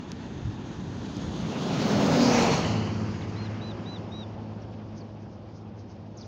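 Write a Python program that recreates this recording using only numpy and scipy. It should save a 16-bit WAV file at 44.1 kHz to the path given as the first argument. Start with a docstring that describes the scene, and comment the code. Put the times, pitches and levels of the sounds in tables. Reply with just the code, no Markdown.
"""On a highway verge, far traffic hums; two small clicks sound and wind buffets the microphone at times.
A diesel bus passes: bands of shaped noise swell with nearness as tyre roar and hiss, and engine sines drop in pitch.
Its tailpipe drones on as it leaves, while a bird chips, whistles four arched calls as summed overtones,
then chips again among faint rasps of noise."""
import sys
import numpy as np
from scipy import signal
from scipy.fft import rfft, irfft, next_fast_len
from scipy.io import wavfile
from scipy.ndimage import uniform_filter1d

SR = 44100
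rng = np.random.default_rng(int(sys.argv[2]) if len(sys.argv) > 2 else 0)


def store_pcm(level_fs):
    """Save levels as 16-bit WAV."""
    pcm = np.round(np.clip(level_fs, -1, 1) * 32767).astype(np.int16)
    wavfile.write(sys.argv[1], SR, np.atleast_2d(pcm).T)


N = 276507
TIME = np.arange(N) / SR
HOP, WINDOW = 256, 1024  # samples per step and per frame of the noise spectra
FRAME_S = np.arange(N // HOP + 5) * HOP / SR
BIN_HZ = np.fft.rfftfreq(WINDOW, 1 / SR)

# closest moment of the bus, its closest distance / speed
PASS_S, PASS_SPREAD_S = 2.47, 0.2302

# passes: bus front wheels, body, rear wheels, then another vehicle farther off (two rows) and a late faint one
# closest_s, spread_s (distance / speed, before each band's breadth), rumble_db, roar_db, rasp_db, hiss_db
PASS_ROWS = [(1.909, 0.25, -42, -37.5, -57.5, -52.5), (2.11, 0.35, -26, -29.5, -40.5, -45.5),
             (2.41, 0.19, -40, -26.5, -37, -42.5), (3.43, 0.53, -45.5, -59, -51, -67),
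             (3.88, 0.82, -52, -45.5, -68, -73.5), (6.6, 0.5, -52, -57.5, -61.5, -78)]


def gain_of(db):
    """Decibels to amplitude."""
    return 10 ** (np.asarray(db) / 20)


def evened(x):
    """Scales to rms 1."""
    return x / np.sqrt(np.mean(x ** 2) + 1e-20)


def curve(rows, t):
    """Joins rows by straight lines."""
    return np.interp(t, *np.transpose(rows))


def read(points, hz):
    """Reads a spectrum on a log-frequency axis."""
    f, value = np.transpose(points)
    return np.interp(np.log(hz + 1), np.log(f + 1), value)


def bell(x, centre, spread):
    """Gaussian hump of height 1."""
    return np.exp(-.5 * ((x - centre) / spread) ** 2)


def add(mix, s, sound):
    """Mixes a sound in at time s."""
    part = mix[round(s * SR):][:len(sound)]
    part += sound[:len(part)]


def filtered(x, response):
    """Filters by a gain given as a function of frequency."""
    size = next_fast_len(N + 4096)
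    spectrum = rfft(x, size) * response(np.fft.rfftfreq(size, 1 / SR))
    return irfft(spectrum, size)[:N]


def noise(response):
    """Coloured noise of rms 1."""
    return evened(filtered(rng.standard_normal(N), response))


def waver(rate_hz):
    """Slow random drift of rms 1, low-passed at about rate_hz."""
    f = np.fft.rfftfreq(2048, HOP / SR)
    slow = irfft(rfft(rng.standard_normal(2048)) * bell(f, 0, rate_hz))[:len(FRAME_S)]
    return np.interp(TIME, FRAME_S, evened(slow))


def distance(s, spread_s):
    """Distance of something driving past, in units of its closest distance."""
    return np.hypot(1, (TIME - s) / spread_s)


def road(lumpy_db=0.45):
    """Body rumble, tyre roar, tread rasp and the hiss of air squeezed from the tread."""
    colour, sweep = road_colour(), hiss_beams()
    # bands and level-setting cores, Hz
    low, mid, high, top = (1, 400), (400, 1400), (1400, 3200), (3200, 20000)
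    low_core, top_core = (125, 400), (4400, 5600)
    _, _, rumble_db, roar_db, rasp_db, hiss_db = np.transpose(PASS_ROWS)

    rumble = traffic_level(rumble_db, breadth=1.68, far_db=-39.5, recede_db_per_s=1.44)
    rumble = rumble * gain_of(lumpy_db * waver(4.1))
    roar = traffic_level(roar_db, breadth=1.048, far_db=-49.5, recede_db_per_s=0.62)
    rasp = traffic_level(rasp_db, breadth=1.063, far_db=-55.0, recede_db_per_s=2.15)
    hiss = traffic_level(hiss_db, breadth=1.266, far_db=-67.5, recede_db_per_s=1.5)

    return (road_layer(colour, sweep, rumble, low, low_core, patchy_db=0.04, flutter_db=-0.47)
            + road_layer(colour, sweep, roar, mid, mid, patchy_db=0.82, flutter_db=0.3)
            + road_layer(colour, sweep, rasp, high, high, patchy_db=0.84, flutter_db=1.26)
            + road_layer(colour, sweep, hiss, top, top_core, patchy_db=1.2, flutter_db=1.1))


def road_layer(colour, sweep, level, band, core, patchy_db, flutter_db):
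    """One band of road noise; its core follows the traffic level and turbulent air makes it patchy."""
    f = BIN_HZ + 1
    shape = colour / np.sqrt((1 + (band[0] / f) ** 12) * (1 + (f / band[1]) ** 12))
    in_core = (f > core[0]) & (f < core[1])
    core_power = (colour[:, in_core] ** 2).sum(1, keepdims=True)
    real, imag, patches = rng.standard_normal((3, len(FRAME_S), len(f)))
    patches = uniform_filter1d(patches, size=14, axis=0)
    patches = evened(uniform_filter1d(patches, size=9, axis=1))
    size = sweep * shape / np.sqrt(core_power) * gain_of(patchy_db * patches)
    z = (real + 1j * imag) * size
    sound = signal.istft(z.T, nperseg=WINDOW, noverlap=WINDOW - HOP)[1][:N]
    sound = sound * np.sqrt(1.5)  # makes up for the overlapping windows
    return sound * level * gain_of(flutter_db * waver(18))


def road_colour(dull_db=14, bright_spread_s=0.48, bright_s=2.04):
    """The spectrum turns from the front of the bus to its side, its rear and far traffic (frames x bins)."""
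    # road noise spectra by side shown, each: pitch_hz, level_db (per Hz)
    ahead, nearing, abreast = [(45, -33), (70, 1.5), (120, 1), (200, 4), (310, -1.5), (480, -16.5),
                               (680, -20), (900, -18.5), (1200, -25), (1800, -21.5), (2050, -27),
                               (3400, -25.5), (5400, -35), (6300, -32.5)], [(25, -22), (45, -15), (70, -23), (120, -4.5), (190, 6),
                                              (300, -7), (420, -12.5), (600, -16.5), (1100, -23.5),
                                              (2000, -21.5), (2700, -23.5), (4300, -23.5), (5500, -27),
                                              (6400, -27.5)], [(25, -26), (45, -9), (70, -11), (120, 0),
                                                               (190, 3.5), (330, -3.5), (500, -4),
                                                               (800, -2.5), (1300, -12.5), (2400, -25),
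                                                               (3500, -18), (4400, -18.5), (5200, -19.5),
                                                               (6300, -17)]
    behind, far = [(25, -31), (45, -13.5), (70, -3.5), (100, -10), (170, 2), (320, -7), (500, -20),
                   (850, -22), (1300, -25), (2100, -25.5), (2900, -29), (3600, -35.5), (4600, -29.5),
                   (6400, -35)], [(25, -25.5), (45, -21.5), (70, 12), (100, -4.5), (200, 6), (320, -5),
                                   (500, -8.5), (850, -13), (1300, -23), (2100, -30.5), (3000, -30),
                                   (4000, -32), (5200, -30.5), (6400, -39)]
    # moments when each spectrum holds alone: time_s
    view_s = [1.0, 1.85, 2.45, 2.9, 4.3]
    views = [ahead, nearing, abreast, behind, far]
    db = 0
    for share, view in zip(np.eye(len(views)), views):
        db = db + np.interp(FRAME_S, view_s, share)[:, None] * read(view, BIN_HZ)
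    # the highest fizz only arrives while the wheels are close
    dull = 1 - bell(FRAME_S, bright_s, bright_spread_s)
    db = db - dull_db * np.outer(dull, np.interp(BIN_HZ, [7000, 13000], [0, 1]))
    return gain_of(db)


def hiss_beams():
    """Gain of the narrow beams of hiss that sweep past with the bus (frames x bins)."""
    # beams: centre_s, spread_s, centre_hz, spread_hz, boost_db
    beam_rows = [(1.25, 0.4, 10400, 800, 8.5), (1.6, 0.15, 2880, 450, 6.5), (2.254, 0.054, 4900, 403, 9),
                 (2.354, 0.059, 5880, 500, 5.5), (2.467, 0.26, 2375, 350, 9), (2.6, 0.22, 4290, 200, 6.5),
                 (2.752, 0.16, 2960, 180, 10)]
    return gain_of(sum(db * np.outer(bell(FRAME_S, s, spread_s), bell(BIN_HZ, hz, spread_hz))
                       for s, spread_s, hz, spread_hz, db in beam_rows))


def traffic_level(peaks_db, breadth, far_db, recede_db_per_s, falloff=2.037):
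    """Each pass fades as distance to the falloff, as it beams sideways, over slowly receding far traffic."""
    power = gain_of(far_db - recede_db_per_s * TIME) ** 2
    for (s, spread_s, *_), db in zip(PASS_ROWS, peaks_db):
        power = power + (gain_of(db) / distance(s, breadth * spread_s) ** falloff) ** 2
    return np.sqrt(power)


def engine(firing_hz=115.27, mach=.0775, wander=0.003, fading_db=1.8, beside_spread_s=0.18, jitter_rad=.08):
    """Doppler-shifted engine and fan lines, heard from the flank while passing, then from the tailpipe."""
    # lines: multiple (of the firing rate), loudest_s, flank_db (at loudest), pipe_db (relative to tailpipe level)
    order_rows = [(.85, 2.75, -44.5, -8), (.995, 2, -50, 1), (1.2, 2.05, -39.5, -25),
                  (1.5, 2.55, -35.5, -13), (1.64, 2.0, -34.5, -15), (2, 2.285, -28, -5.5),
                  (2.28, 2.24, -29.5, -16), (3, 2.2, -41, -12), (3.26, 2.1, -48.5, -15.5),
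                  (4.04, 2.337, -32, -31.5), (4.58, 2.2, -40, -25.5), (5, 2.3, -41.5, -21)]
    hz = firing_hz / (1 - mach * bearing(TIME)) * (1 + wander * waver(4.5))
    turns = np.cumsum(hz) / SR
    tailpipe = tailpipe_level()
    out = np.zeros(N)
    for multiple, loudest_s, flank_db, pipe_db in order_rows:
        # each line beams its own way
        flank = 1 / np.hypot(1, ((TIME - loudest_s) / beside_spread_s) ** 2)
        size = gain_of(flank_db) * flank + gain_of(pipe_db) * tailpipe
        size = size * gain_of(fading_db * waver(4.5))
        phase = 2 * np.pi * (multiple * turns + rng.random()) + jitter_rad * multiple * waver(17)
        out += np.sqrt(2) * size * np.sin(phase)
    return out


def bearing(t):
    """Cosine of the angle to the bus: 1 coming, 0 abreast, -1 leaving."""
    return (PASS_S - t) / np.hypot(PASS_S - t, PASS_SPREAD_S)


def tailpipe_level(open_s=2.64, turn_s=0.037, abreast_db=-31.5, front_loss_db=-22.5, fall_db_per_decade=13):
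    """The exhaust drone opens up behind the bus and fades with distance."""
    shaded = .5 - .5 * np.tanh((TIME - open_s) / (2 * turn_s))
    fall_db = fall_db_per_decade * np.log10(distance(PASS_S, PASS_SPREAD_S))
    return gain_of(abreast_db + front_loss_db * shaded - fall_db)


def bird():
    """Arched whistles, quick gliding chips and breathy rasps."""
    return whistles() + chips() + rasps()


def whistles():
    """Four arched calls, each a sum of overtones without the fundamental."""
    # calls: start_s, length_s, top_hz (of the fundamental), arch_depth (factor), level_db
    call_rows = [(3.357, .124, 2108, 1.25, -53.5), (3.608, .119, 2004, .9, -50),
                 (3.853, .127, 1998, 1, -49), (4.113, .134, 1935, .65, -49)]
    # pitch arch at depth 1: share (of the call), offset (relative to top_hz)
    arch = [(0, -.1), (.11, -.045), (.26, -.01), (.48, 0), (.72, -.01), (.86, -.05), (1, -.21)]
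    # overtones: multiple, level_db (relative)
    partials = [(2, 0), (3, -19), (4, -27)]
    out = np.zeros(N)
    for s, length_s, top_hz, depth, db in call_rows:
        u = np.linspace(0, 1, int(length_s * SR))
        phase = 2 * np.pi * np.cumsum(top_hz * (1 + depth * curve(arch, u))) / SR
        tone = sum(gain_of(partial_db) * np.sin(round(k) * phase) for k, partial_db in partials)
        add(out, s, gain_of(db) * evened(tone * signal.windows.tukey(len(u), .17)))
    return out


def chips(jitter=0.027):
    """Thin sine strokes gliding up or down with a shaky pitch."""
    # strokes: start_s, length_s, start_hz, end_hz (both before jitter), level_db
    chip_rows = [(3.141, 0.088, 6650, 6550, -64), (3.214, 0.015, 4420, 3220, -52.5),
                 (4.616, .015, 5780, 5300, -63), (4.972, 0.017, 6500, 5630, -62),
                 (5.003, 0.01, 4180, 5500, -66), (5.005, 0.02, 4960, 4140, -60),
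                 (6.168, 0.027, 6980, 5000, -55.5), (6.206, 0.014, 4050, 6300, -57),
                 (6.21, 0.013, 5900, 4170, -51), (6.218, 0.024, 4450, 3150, -60)]
    out = np.zeros(N)
    for s, length_s, start_hz, end_hz, db in chip_rows:
        hz = np.geomspace(start_hz, end_hz, int(length_s * SR))
        shake = evened(uniform_filter1d(rng.standard_normal(len(hz)), size=30))
        hz = hz * (1 + jitter * shake)
        tone = np.sin(2 * np.pi * np.cumsum(hz) / SR)
        add(out, s, gain_of(db) * evened(tone * signal.windows.tukey(len(hz), .5)))
    return out


def rasps():
    """Faint raspy chirps: short humps of coloured noise."""
    # rasps: centre_s, spread_s, level_db
    rasp_rows = [(4.98, .018, -59), (5.22, .018, -69), (5.335, .016, -68), (5.567, .019, -63),
                 (5.8, .019, -63.5), (5.91, .016, -62.5), (6.205, .022, -58), (6.255, .014, -60)]
    # spectrum: pitch_hz, level_db (relative)
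    colour = [(2000, -31.5), (3500, -1), (5000, 12), (6400, 7.5), (8000, -19)]
    level = sum(gain_of(db) * bell(TIME, s, spread_s) for s, spread_s, db in rasp_rows)
    return level * noise(lambda f: gain_of(read(colour, f)))


def off_the_ground(x, delay_s=0.0086, echo_db=-16):
    """A sound with its bounce off the asphalt."""
    return filtered(x, lambda f: 1 + gain_of(echo_db) * np.exp(-2j * np.pi * f * delay_s))


def clicks():
    """Tiny dry ticks close to the microphone: decaying modes."""
    # ticks: start_s, peak_db, pitch (factor on the modes)
    click_rows = [(0.1184, -15.5, 0.98), (1.1682, -20, 1.2)]
    # modes at pitch 1: mode_hz, level_db (relative), t60_s
    modes = [(4260, -18, .003), (5560, 2.5, .0022), (6600, 5, 0.0018), (10350, 13.5, 0.0017)]
    out, t = np.zeros(N), np.arange(512) / SR
    for s, db, pitch in click_rows:
        ring = sum(gain_of(mode_db - 60 * t / t60_s) * np.sin(2 * np.pi * pitch * hz * t)
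                   for hz, mode_db, t60_s in modes)
        add(out, s, gain_of(db) * ring / abs(ring).max())
    return out


def wind(centre_hz=100, width_hz=33):
    """Soft low buffets on the microphone: swells of narrow low noise."""
    # gusts: centre_s, spread_s, level_db
    gust_rows = [(.12, 0.051, -58), (0.478, 0.039, -31), (0.885, 0.26, -42), (1.282, 0.031, -35.5),
                 (1.454, 0.044, -37), (2.66, 0.053, -38.5)]
    level = sum(gain_of(db) * bell(TIME, s, spread_s) for s, spread_s, db in gust_rows)
    return noise(lambda f: bell(f, centre_hz, width_hz)) * level


def scene():
    """Everything heard from the verge."""
    return (road() + engine() + off_the_ground(bird()) + clicks() + wind())[None]


def record(dry, low_cut_hz=48, edge_hz=15750):
    """The phone thins the deep bass and the treble; then the band limit."""
    # treble response: pitch_hz, gain_db
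    treble = [(6600, 0), (7200, -8), (8000, -21), (9500, -26), (12000, -30), (14000, -31), (14800, -18),
              (16000, -18)]
    coloured = filtered(dry[0], lambda f: gain_of(read(treble, f)) * f ** 3 / np.hypot(f ** 3, low_cut_hz ** 3))
    band_limit = signal.firwin(511, edge_hz, window=("kaiser", 9), fs=SR)
    return signal.oaconvolve(coloured, band_limit, "same")[None]


dry = scene()
out = record(dry)
store_pcm(out)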